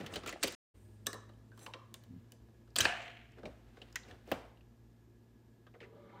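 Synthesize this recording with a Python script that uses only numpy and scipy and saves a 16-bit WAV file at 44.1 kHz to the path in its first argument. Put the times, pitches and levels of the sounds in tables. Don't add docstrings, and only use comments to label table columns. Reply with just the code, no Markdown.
import sys
import numpy as np
from scipy import signal
from scipy.io import wavfile
from scipy.ndimage import uniform_filter1d

SR = 44100
rng = np.random.default_rng(int(sys.argv[2]) if len(sys.argv) > 2 else 0)


def elevation(decibels):
    levels = np.asarray(decibels, float)
    return 10 ** (levels / 20)


def dump(signal):
    limited = np.clip(np.atleast_2d(signal).T, -1, 1)
    pcm = np.round(limited * 32767).astype(np.int16)
    wavfile.write(sys.argv[1], SR, pcm)


N = 273420
TIME = np.arange(N) / SR

# (start [s], end [s])
GAP_S = (.551, 0.7395)


def rms_one(x):
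    return x / np.sqrt(np.mean(x ** 2) + 1e-20)


def top_one(x):
    return x / np.sqrt(uniform_filter1d(x ** 2, size=88).max() + 1e-20)


def evened(x, size):
    return x / np.sqrt(uniform_filter1d(x ** 2, size=size) + 1e-12)


def at_hz(points, hz):
    points = np.array(points)
    return np.interp(np.log(hz), np.log(points[:, 0]), points[:, 1])


def band(x, low_hz, high_hz):
    sos = signal.butter(2, [low_hz, min(high_hz, 20000)], "band", fs=SR, output="sos")
    return signal.sosfilt(sos, x + 1e-18)


def resonance(x, hz, width_hz):
    r = np.exp(-np.pi * max(width_hz, 1) / SR)
    poles = [1, -2 * r * np.cos(2 * np.pi * hz / SR), r * r]
    return signal.lfilter(np.array([1, 0, -1]) * (1 - r * r) / 2, poles, x + 1e-18)


def body(x, peaks, widen):
    out = 0
    for k, (hz, width, db) in enumerate(peaks):
        out = out + (-1) ** k * elevation(db) * resonance(x, hz, min(widen * width, 700))
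    return out


def drift(rate):
    r = np.exp(-80 * np.pi * rate / SR)
    slow = signal.lfilter([1], [1, -2 * r, r * r], rng.standard_normal(N // 40 + 2002))[2000:]
    return np.interp(np.arange(N) / 40, np.arange(len(slow)), rms_one(slow))


def grains(per_s, uneven_db):
    sizes = elevation(uneven_db * np.minimum(rng.exponential(1, N), 4)) * rng.choice([-1, 1], N)
    return sizes * (rng.random(N) < per_s / SR)


def swells(rows):
    out = np.zeros(N)
    for s, db, rise, fall in rows:
        last = min(s + 3 * fall, GAP_S[0] if s < GAP_S[0] else N / SR)
        at = np.arange(max(int((s - 3 * rise) * SR), 0), int(last * SR))
        t = at / SR - s
        out[at] += elevation(db - 20 * np.where(t < 0, -t / max(rise, .002), t / max(fall, .002)))
    return out


# (frequency [Hz], level [dB])
AIR_SPECTRUM = [(24, -39), (40, -17.5), (118, -2), (168, -12), (233, -6), (288, -10), (461, -13),
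                (583, -23.5), (671, -18), (1460, -32), (1640, -30), (1800, -30.5), (8300, -37),
                (11000, -44.5), (14300, -77), (22000, -120)]
# (time [s], level [dB])
AIR_SWELL = [
    (0.75, 2),
    (6.2, -1.5),
]
AIR_DB, HISS_DB = -69, -90


def air():
    out, white = 0, rng.standard_normal((2, N))
    edges = 30 * 2 ** np.arange(0, 9.1, .5)
    for k, (low, high) in enumerate(zip(edges, edges[1:])):
        level_db = at_hz(AIR_SPECTRUM, np.sqrt(low * high)) + 0.5 * drift(9.2)
        out = out + elevation(level_db) * band(white[k % 2], low, high)
    hiss = elevation(HISS_DB) * rms_one(band(band(white[0], 12000, 14300), 11000, 14600))
    s, swell_db = np.transpose(AIR_SWELL)
    return out / np.std(band(out, 43, 11000)) * elevation(AIR_DB + np.interp(TIME, s, swell_db)) + hiss


# (multiple [1], level [dB])
OVERTONES = [(1, 0), (2, -11.5), (3, -24.5), (4, -22.5), (6, -26)]
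# (frequency [Hz], width [Hz], level [dB])
UNSTEADY_TONES = [(1676, 33, -86.5), (234, 25, -70), (345, 16, -74.5)]
# (time of the top [s], level [dB], rise [s], fall [s])
RUMBLE = [
    (.05, -65.5, .5, 1.16),
    (.85, -68, 0.76, 0.34),
    (1.38, -67.5, 0.54, 0.26),
    (2.4, -68, 0.13, 0.57),
    (2.82, -56.5, 0.11, 0.17),
    (3.5, -63, 0.66, 2.),
    (4.36, -67.5, 0.36, 0.34),
    (4.65, -72, 0.17, 1.04),
]
RUMBLE_DB, RUMBLE_SAG_DB_PER_S = -74.5, 0.44
RUNNING_HZ, RUN_UP_HZ, RUN_UP_S = 114.5, 15, 0.5
HUM_DB, HUM_BEFORE_DB = -65, -80
STRAIN_DB, STRAIN_RISE_S, STRAIN_FALL_S = 11, 0.16, 1


def refrigerator():
    since = np.maximum(TIME - GAP_S[1], 0)
    hz = RUNNING_HZ - RUN_UP_HZ * np.exp(-since / RUN_UP_S) * (since > 0)
    strain_db = STRAIN_DB * (1 - np.exp(-since / STRAIN_RISE_S)) * np.exp(-since / STRAIN_FALL_S)
    level_db = np.where(since > 0, HUM_DB + strain_db, HUM_BEFORE_DB)
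    phase = 2 * np.pi * np.cumsum(hz + 0.42 * drift(1.7)) / SR
    hum = sum(elevation(db + 1.5 * drift(25)) * np.sin(k * phase + k * k) for k, db in OVERTONES)
    hum = hum * np.sqrt(2) * elevation(level_db)
    rumble = evened(band(resonance(rng.standard_normal(N), 57, 3.5), 45, 77), size=9000)
    rumble = rumble * (swells(RUMBLE) + elevation(RUMBLE_DB - RUMBLE_SAG_DB_PER_S * TIME))
    tones = 0
    for f, width, db in UNSTEADY_TONES:
        tones = tones + elevation(db) * rms_one(resonance(rng.standard_normal(N), f, width))
    return hum + rumble + tones


# (frequency [Hz], t60 [s])
KITCHEN_T60 = [(150, 0.17), (700, 0.65), (2000, 0.58), (3500, 0.48), (5000, 0.42), (9000, 0.3),
               (15000, 0.08)]
SHIFTING = 2.5


def kitchen(x):
    t = np.arange(SR) / SR
    edges = 100 * 2 ** np.arange(0, 7.6, .5)
    white = rng.standard_normal((2, 2, SR))
    tails = 0
    for k, (low, high) in enumerate(zip(edges, edges[1:])):
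        t60 = at_hz(KITCHEN_T60, np.sqrt(low * high))
        tails = tails + band(white[k % 2], low, high) * elevation(-60 * t / t60)
    tails = tails * np.minimum(t / 0.0064, 1)
    tails = tails / np.sqrt(np.sum(tails[0] ** 2))
    before = np.arange(N) < GAP_S[0] * SR
    wet = 0
    for part in (before, ~before):
        wet = wet + signal.fftconvolve((x * part)[None], tails, axes=1)[:, :N]
    turn = SHIFTING * drift(12)
    return np.cos(turn) * wet[0] + np.sin(turn) * wet[1]


# (time of the top [s], level [dB], rise [s], fall [s])
BUMPS = [
    (.048, -46.5, 0.061, 0.05),
    (.12, -53, 0.038, .08),
    (.172, -53, 0.044, 0.049),
    (.25, -53, 0.045, 0.098),
    (.446, -54.5, 0.023, .17),
    (2.83, -48.5, 0.049, 0.14),
    (3.398, -63, 0.039, 0.09),
    (3.468, -54.5, 0.034, 0.073),
    (4.128, -56.5, 0.098, 0.046),
    (4.325, -47.5, 0.027, 0.08),
]
# (time of the top [s], level [dB], rise [s], fall [s])
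FOOTSTEP = [
    (2.11, -52.5, 0.03, 0.099),
    (2.17, -53, 0.13, 0.076),
]
# (frequency [Hz], width [Hz], level [dB])
COUNTER = [(91, 20, -1.5), (132, 80, -5.5), (161.6, 69, -4), (258.6, 7.6, -2.5)]


def bumps():
    knocks = band(body(grains(400, 0.37), COUNTER, widen=0.85), 61, 320)
    return swells(BUMPS + FOOTSTEP) * evened(knocks, size=1500)


# (time of the top [s], level [dB], rise [s], fall [s], dullness: low up, high down [dB])
SLIDING = [
    (0.0, -55, .1, 0.5, 3.5),
    (1.63, -64.5, 0.084, 0.12, 2.5),
    (2.15, -81.5, 0.34, 0.47, -5.5),
    (3.39, -70, 0.052, .06, 5),
    (3.47, -65, 0.04, 0.17, 5.5),
    (4.34, -63, .01, 0.21, 2),
    (3.828, -67.5, 0.3, 0.3, -0.5),
    (4.098, -63, 0.15, 0.15, 3),
    (4.312, -61, 0.079, 0.0032, -4.5),
    (4.334, -56.5, 0.011, 0.11, 8),
]
# (time of the top [s], level [dB], rise [s], fall [s])
RATTLE = [
    (2.762, -42, 0.003, 0.093),
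    (2.788, -45.5, .003, 0.14),
    (2.81, -38.5, .015, 0.055),
    (2.848, -46, 0.03, 0.014),
]
# (time of the top [s], level [dB], rise [s], fall [s])
CLATTER = [
    (.142, -52, 0.047, 0.029),
    (.165, -52, 0.011, 0.044),
    (.278, -53, 0.01, 0.099),
    (0.439, -47, 0.027, 0.18),
]
# (frequency [Hz], width [Hz], level [dB])
THUD = [(196, 32, -1.5), (362, 79.6, 4), (497, 28, 7.5), (726, 24, -3.5), (1100, 7.7, -17),
        (1170, 79, -9.5)]
SLIDE_HIGH_DB = -16.5


def sliding():
    slips = grains(5000, 1.0) * elevation(1.5 * drift(31))
    low = rms_one(body(slips, THUD, widen=4.0))
    middle = rms_one(band(slips, 900, 3700))
    high = rms_one(band(slips, 8100, 20000))
    loose = rms_one(band(slips, 2900, 8800)) + elevation(-6.0) * low + elevation(-11.5) * middle + elevation(-14.0) * high
    out = swells(RATTLE + CLATTER) * loose
    for s, db, rise, fall, dull_db in SLIDING:
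        stroke = middle + elevation(dull_db) * low + elevation(SLIDE_HIGH_DB - 1.8 * dull_db) * high
        out = out + swells([(s, db, rise, fall)]) * stroke
    return out


# (time of the top [s], level [dB], rise [s], fall [s])
FOIL = [
    (1.636, -59, 0.069, 0.079),
]
# (time of the top [s], level [dB], rise [s], fall [s])
PINCH = [
    (.82, -77.5, .2, .45),
]
# (frequency [Hz], width [Hz], level [dB])
HOLDER = [(1122, 200, -3.5), (1720, 110, 1.5), (1814, 73, -1.5), (2900, 300, -8), (3900, 420, -7.5),
          (4480, 200, -10), (5975, 95, -12), (6140, 120, -25), (7540, 90, -8), (8330, 530, -7),
          (10300, 71, -1.5), (11000, 93, -18)]


def foil():
    brush = grains(3100, 1.1)
    lid = [(hz, min(width, 150), 0) for hz, width, db in HOLDER[6:]]
    stroke = rms_one(rms_one(body(brush, lid, widen=1.2)) + .5 * rms_one(band(brush, 3360, 20000)))
    pinch = rms_one(rms_one(band(brush, 8100, 9700)) + rms_one(band(brush, 7000, 15000)))
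    return swells(FOIL) * stroke + swells(PINCH) * pinch


# (time [s], level [dB], t60 [s], middle mode [Hz], mode spacing [Hz], blur [0-1])
HOLLOWS = [(0.26, -57, 0.36, 1300, 45, 0.45), (1.131, -53.5, 0.47, 1100, 110, 0.7),
           (1.518, -60, 0.13, 1550, 52, 0.4), (1.664, -52.5, 0.22, 960, 64, 1),
           (1.739, -52.5, 0.47, 1090, 60, 0.5), (3.97, -61, 0.37, 2000, 70, 0.9),
           (3.0, -57.5, 0.48, 520, 39, 0.95), (1.752, -58, 0.17, 350, 20, 0.2),
           (1.61, -64, .2, 4000, 45, .6), (0.18, -45.5, 0.065, 650, 92, 0.6),
           (0.36, -46, 0.088, 720, 40, 0.4), (5.965, -58, .4, 571, 15, .3),
           (6.135, -62.5, .5, 970, 13, 0.5), (2.808, -47.5, 0.33, 99, 5.8, 0.06),
           (2.853, -41, 0.74, 710, 22, 0.4), (2.856, -44, .45, 740, 62, .9), (2.87, -50, .2, 520, 48, .8),
           (1.068, -52.5, .3, 1150, 90, .9), (4.322, -44.5, .07, 410, 30, 0.2),
           (.44, -40.5, 0.13, 360, 32, .3), (.03, -46.5, 0.11, 200, 36, 0.7),
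           (4.318, -52, 0.53, 960, 73, 0.62), (4.323, -39, 0.099, 210, 15, 0.17),
           (4.316, -47, 0.044, 767, 19, 0.5), (4.322, -48, 0.083, 520, 18, 0.2),
           (4.32, -40.5, 0.084, 440, 30, 0), (5.812, -51.5, 0.25, 410, 30.6, 0.13)]


def hollows():
    out, t = np.zeros(N + SR), np.arange(SR // 2) / SR
    for s, db, t60, hz, spacing, blur in HOLLOWS:
        modes = 0
        for k, share in ((-1, 1), (0, .8), (1.7, .5)):
            modes = modes + share * np.sin(2 * np.pi * (hz + k * spacing) * t)
        noise = band(rng.standard_normal(SR), hz - 1.5 * spacing, hz + 2 * spacing)
        loose = evened(noise, size=900)[SR // 2:]
        envelope = elevation(db - 60 * t / t60) * np.minimum(t / 0.00078, 1)
        at = round(s * SR)
        out[at:at + SR // 2] += envelope * ((1 - blur) * modes + blur * loose)
    return out[:N] * elevation(1.2 * drift(30) + 2.0 * drift(120))


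# (time of the top [s], level [dB], rise [s], fall [s])
SHIVER = [
    (2.812, -53.5, 0.0054, 0.26),
    (2.858, -47, 0.005, 0.31),
    (3.07, -56.5, .2, 0.23),
]
# (time of the top [s], level [dB], rise [s], fall [s])
SIZZLE = [
    (2.86, -62.5, .01, .2),
    (3.02, -71, .15, 0.096),
]
# (frequency [Hz], width [Hz], level [dB])
HEAD = [(1630, 890, -1.5), (2258, 460, 5), (2650, 1400, 4), (3110, 780, 0), (4160, 500, -14)]


def shiver():
    knocks = grains(6000, 1.5) * elevation(2.0 * drift(90))
    buzz = band(band(knocks, 5000, 8000), 4000, 8500)
    small = rms_one(band(knocks, 3400, 6200)) + elevation(-5.5) * rms_one(buzz)
    return swells(SHIVER) * rms_one(body(knocks, HEAD, widen=1.1)) + swells(SIZZLE) * small


RATTLE_GROWS = 0.0027
RING_FED = 1.5


def contacts(rows, t60, thud_stretch, ring_db, crack, attack_s, tick_top_hz, sheen_db, wide, thud_hz):
    out, t = np.zeros((3, N + 7000)), np.arange(7000) / SR
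    for s, db, hz, thud_db, tick_db in rows:
        dies = np.clip(t60 * (1.5 + RATTLE_GROWS * (db + 40.5)), .004, .12)
        rattle = rng.standard_normal((3, 7000)) * np.minimum(t / max(attack_s, 1e-4), 1)
        rattle[:, 8] += crack * np.array([4, 4, 1.5])
        blow = rattle[0] * elevation(-60 * t / dies)
        ring = blow * elevation(-60 * t / (RING_FED * dies))
        ring = resonance(resonance(ring, hz, wide * hz), hz, wide * hz)
        middle = band(band(blow, 1100, 3700), 800, 15000)
        thud = body(rattle[1] * elevation(-60 * t / (thud_stretch * dies)), THUD, widen=5.5)
        thud = band(thud, thud_hz / 2, thud_hz * 2)
        tick = rattle[2] * elevation(-60 * t / (0.26 * dies))
        tick = band(tick, 4500, tick_top_hz) + elevation(sheen_db) * band(tick, 12300, 15300)
        at = round(s * SR)
        out[0, at:at + 7000] += elevation(db - 15.5) * top_one(middle) + elevation(tick_db - 6) * top_one(tick)
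        out[1, at:at + 7000] += elevation(db + ring_db) * top_one(ring)
        out[2, at:at + 7000] += elevation(thud_db - 8.5) * top_one(thud)
    return out[:, :N]


# (time [s], middle peak level [dB], strongest ring [Hz], thud level [dB], tick level [dB])
OPENING = [(.0005, -47, 2500, -33.5, -60.5), (.0074, -39, 1930, -35.5, -72), (.0619, -34, 2940, -64, -52),
           (.0625, -40, 5900, -73, -52), (.066, -39.5, 2000, -60, -55.5), (.116, -55.5, 999, -40.5, -69.5),
           (.138, -30.5, 2800, -58, -46), (.1572, -27.5, 2940, -30.5, -41.5), (.1585, -30, 3900, -44, -48),
           (.2345, -36, 1310, -37.5, -64.5), (.2606, -28, 1376, -35.5, -43.5),
           (.2735, -31, 7100, -53, -42.5), (.2766, -32, 2290, -34.5, -54), (.2907, -28, 1320, -73, -44.5),
           (.292, -33.5, 6540, -59, -47.5), (.283, -35, 2500, -60, -50.5),
           (.3252, -31.5, 2000, -34.5, -49.5), (.4286, -17, 7900, -37.5, -44.5),
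           (.4334, -17.5, 4280, -29.5, -23.5), (.437, -26.5, 2200, -41, -33.5),
           (.4404, -27.5, 3140, -28, -41), (.4728, -30, 2980, -33.5, -37.5), (.479, -28.5, 4600, -49, -37),
           (.5224, -36.5, 3870, -54, -43)]


def head_opens():
    return contacts(OPENING, t60=0.051, thud_stretch=1.6, ring_db=-15.5, crack=1.1, attack_s=0.0014,
                    tick_top_hz=10800, sheen_db=-1.0, wide=.2, thud_hz=280)


# (time [s], middle peak level [dB], strongest ring [Hz], thud level [dB], tick level [dB])
CAPSULE = [
    (1.0615, -42, 2900, -45.5, -54),
    (1.067, -31, 3610, -36, -25),
    (1.0675, -32.5, 6170, -60, -42),
    (1.068, -37, 2900, -63, -50),
    (1.1298, -38, 1720, -37.5, -42),
    (1.1303, -40, 4420, -62, -49),
    (1.1411, -44, 1100, -39.5, -48),
    (1.291, -57.5, 1720, -50.5, -71),
    (1.336, -68, 2900, -58, -80),
]


def capsule_drops():
    hits = contacts(CAPSULE, t60=0.025, thud_stretch=3.8, ring_db=-6.0, crack=1.0, attack_s=0.0011,
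                    tick_top_hz=9800, sheen_db=-3.0, wide=0.19, thud_hz=280)
    ring = elevation(16.5) * body(hits[0] + hits[2], HOLDER, widen=0.43) * elevation(3.4 * drift(45))
    return hits, ring


# (time [s], middle peak level [dB], strongest ring [Hz], thud level [dB], tick level [dB])
SEATING = [(1.5175, -56, 1630, -62, -79), (1.5763, -47, 1160, -75, -54.5), (1.5924, -53, 3300, -62, -54),
           (1.6626, -36.5, 2720, -52, -52), (1.6632, -40, 1700, -54.5, -60), (1.7365, -36, 2720, -49, -74),
           (1.737, -37, 3420, -76, -68), (1.7375, -39, 1700, -72, -75), (1.9415, -47, 2620, -60.5, -60),
           (2.038, -60, 2900, -69.5, -75), (1.941, -39.5, 3460, -68.5, -37.5),
           (2.0371, -54.5, 3860, -72, -57), (2.2444, -66, 1689, -65.5, -79), (2.3201, -50, 2830, -61, -47),
           (2.4845, -62.5, 1623, -63, -86)]
# (frequency [Hz], width [Hz], level [dB])
SEAT = [(520, 110, -9), (1040, 160, 1), (1700, 37, -12.5), (2720, 120, -24), (4600, 74, -8)]


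def capsule_seats():
    hits = contacts(SEATING, t60=0.032, thud_stretch=4.5, ring_db=-11.0, crack=0.97, attack_s=0.0001,
                    tick_top_hz=11000, sheen_db=0.5, wide=0.3, thud_hz=300)
    return hits, elevation(15.5) * body(hits[0] + hits[2], SEAT, widen=1.0)


# (time [s], middle peak level [dB], strongest ring [Hz], thud level [dB], tick level [dB])
CLOSING = [(2.758, -27.5, 4260, -42, -41), (2.7618, -24, 3302, -40, -40), (2.7622, -26, 4350, -30.5, -24.5),
           (2.7852, -15.5, 7803, -39, -31.5), (2.787, -23.5, 4600, -50, -40),
           (2.7985, -40, 3044, -29.5, -35.5), (2.8045, -19, 3123, -45.5, -28),
           (2.8062, -21, 3114, -42, -27.5), (2.8075, -17.5, 6155, -44, -28.5),
           (2.8095, -20.5, 6087, -43.5, -33), (2.812, -25, 3980, -46.5, -32.5),
           (2.818, -28.5, 3900, -49, -37.5), (2.848, -33.5, 4880, -42.5, -47.5),
           (2.8524, -16, 1700, -21, -42.5), (2.8528, -22.5, 4280, -39.5, -44),
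           (2.8537, -21, 2594, -36, -48.5), (2.864, -45.5, 2733, -32.5, -54)]
RING_FULL_S, RING_BEFORE_DB = 2.69, -13


def head_slams():
    hits = contacts(CLOSING, t60=.025, thud_stretch=0.52, ring_db=-6.0, crack=1.9, attack_s=0.00013,
                    tick_top_hz=9050, sheen_db=-0.5, wide=0.15, thud_hz=600)
    drive = (hits[0] + hits[2]) * elevation(RING_BEFORE_DB * (TIME < RING_FULL_S))
    return hits, elevation(6.5) * body(drive, HEAD, widen=0.49)


# (time [s], middle peak level [dB], strongest ring [Hz],
# thud level [dB], tick level [dB])
LOCKING = [(2.675, -58, 1300, -60, -80), (2.704, -65, 4300, -69.5, -67.5), (3.3188, -69, 5800, -64, -64),
           (3.3702, -62, 1860, -47.5, -87), (3.3839, -51, 1450, -45, -84), (3.4316, -49, 1550, -34.5, -86),
           (3.4545, -41.5, 2250, -33, -64), (3.455, -46.5, 3900, -60, -62), (3.7706, -48.5, 1550, -45, -87),
           (3.817, -42, 2900, -45, -81), (3.926, -68, 5430, -62, -53), (3.957, -28.5, 1970, -53, -30.5),
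           (4.0334, -52, 3800, -67, -76), (4.0854, -60, 2390, -50, -60), (4.1107, -45.5, 1700, -47, -62),
           (4.111, -51, 2970, -70, -70), (4.2747, -64, 2900, -40.5, -61)]
# (time [s], middle peak level [dB], strongest ring [Hz], thud level [dB], tick level [dB])
HOME = [
    (4.3155, -22.5, 1770, -22.5, -35),
    (4.319, -27, 2770, -24, -42),
    (4.3235, -32.5, 1340, -34, -63),
    (4.572, -57, 2900, -77, -82),
    (4.6087, -55.5, 2650, -73, -95),
]


def lever_locks():
    turning = contacts(LOCKING, t60=0.047, thud_stretch=2.1, ring_db=-8.5, crack=0.99, attack_s=0.00076,
                       tick_top_hz=7500, sheen_db=-10.0, wide=0.38, thud_hz=280)
    home = contacts(HOME, t60=0.035, thud_stretch=1.13, ring_db=-13.5, crack=1.5, attack_s=0.00075,
                    tick_top_hz=10300, sheen_db=6.0, wide=0.22, thud_hz=500)
    return turning + home


# (time [s], middle peak level [dB], strongest ring [Hz], thud level [dB], tick level [dB])
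BUTTON = [(5.6665, -61.5, 1354, -52, -77), (5.667, -70, 2800, -70.5, -80), (5.7399, -64.5, 2100, -47, -85),
          (5.75, -62.5, 1400, -56, -83.5), (5.8032, -55, 2000, -62, -95), (5.804, -62, 3050, -70, -85),
          (5.8154, -60, 2410, -47, -79), (5.8284, -57, 1860, -72, -85), (5.8367, -62.5, 2400, -49, -86),
          (5.8441, -60.5, 1910, -66, -86), (6.094, -67, 1900, -70, -83)]


def button_clicks():
    return contacts(BUTTON, t60=0.083, thud_stretch=1.0, ring_db=1, crack=0.99, attack_s=0.0007,
                    tick_top_hz=8900, sheen_db=-8.0, wide=0.43, thud_hz=403)


# (frequency [Hz], width [Hz], level [dB])
GEARBOX = [(195, 86, -0.5), (355, 84, -0.5), (445, 48, 1.5), (568, 49, 0.5), (805, 110, -12), (963, 55, -3),
           (1164, 160, -8.5), (2000, 400, -17), (2800, 1600, -21)]
MOTOR_ON_S, MOTOR_DB, MOTOR_GAIN_DB_PER_S, JOLT_DB, JOLT_S = 5.81, -66, 24, 12, 0.045
BRIGHTENS_DB = 3
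PULSES_PER_S, PULSES_GAIN = 48, 52
WHINE_HZ, WHINE_OCTAVES_PER_S = 367, 3.24
SURGES_PER_S, SURGE_DB, SURGE_PHASE_S = 11.5, -0.5, 12


def motor():
    on = np.maximum(TIME - MOTOR_ON_S, 0)
    running = on > 0
    surge_db = SURGE_DB * np.cos(2 * np.pi * SURGES_PER_S * (TIME - SURGE_PHASE_S))
    level_db = MOTOR_DB + MOTOR_GAIN_DB_PER_S * on + JOLT_DB * np.exp(-on / JOLT_S) + surge_db
    per_s = PULSES_PER_S + PULSES_GAIN * on
    whine_hz = WHINE_HZ * 2 ** (WHINE_OCTAVES_PER_S * on)
    turns = np.cumsum(per_s * elevation(1.3 * drift(30))) / SR
    pulses = np.diff(np.floor(turns), prepend=0) * elevation(2.5 * rng.standard_normal(N))
    drive = rms_one(pulses) + 7.5 * rng.standard_normal(N)
    sound = 0
    for hz, width, db in GEARBOX:
        passing_db = 9 * np.exp(-(np.log(whine_hz / hz) / .17) ** 2)
        brighter_db = BRIGHTENS_DB * np.log2(hz / 570) * (on - 0.7)
        mode = resonance(resonance(drive, hz, 0.89 * width), hz, 0.84 * width)
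        sound = sound + elevation(db + passing_db + brighter_db + 1.9 * drift(15)) * mode
    friction = rms_one(band(drive, 450, 1680) * running)
    sound = band(rms_one(sound * running) + elevation(-3.0) * on / 0.47 * friction, 120, 4400)
    return sound / np.std(sound[-12000:]) * elevation(level_db) * running


def scene():
    opening = head_opens()
    capsule, holder_ring = capsule_drops()
    seating, seat_ring = capsule_seats()
    closing, head_ring = head_slams()
    locking = lever_locks()
    button = button_clicks()
    hollow = hollows()
    rubbing = sliding() + foil() + motor()

    dry = np.sum(opening + capsule + seating + closing + locking + button, axis=0)
    dry = dry + shiver() + 1.16 * holder_ring + 0.8 * seat_ring + 0.38 * head_ring + hollow + rubbing

    sent = elevation(-14) * opening + elevation(-11.5) * capsule + elevation(-10.5) * seating
    sent = sent + elevation(-9.0) * closing + elevation(-14.0) * locking + elevation(-8.0) * button
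    sent = sent[0] + .15 * sent[1] + elevation(-4.5) * sent[2]
    sent = sent + elevation(-17.0) * hollow + elevation(-12.5) * holder_ring + elevation(-16.0) * seat_ring
    sent = sent + elevation(-9.5) * head_ring + elevation(-14.0) * rubbing
    return (dry + kitchen(sent) + bumps() + refrigerator() + air())[None]


def roll_off(x):
    return signal.sosfilt(signal.butter(12, 16490, fs=SR, output="sos"), x)


def record(dry):
    gate = np.clip((GAP_S[0] - TIME) / .001, 0, 1) + np.clip((TIME - GAP_S[1]) / .012, 0, 1)
    dry = dry - 0.29 * resonance(dry, 10960, 1700)
    rounded = .23 * np.tanh(dry * gate / .23)
    mix = signal.sosfilt(signal.cheby2(10, 50, 16700, fs=SR, output="sos"), rounded)
    return roll_off(mix)


dry = scene()
out = record(dry)
dump(out)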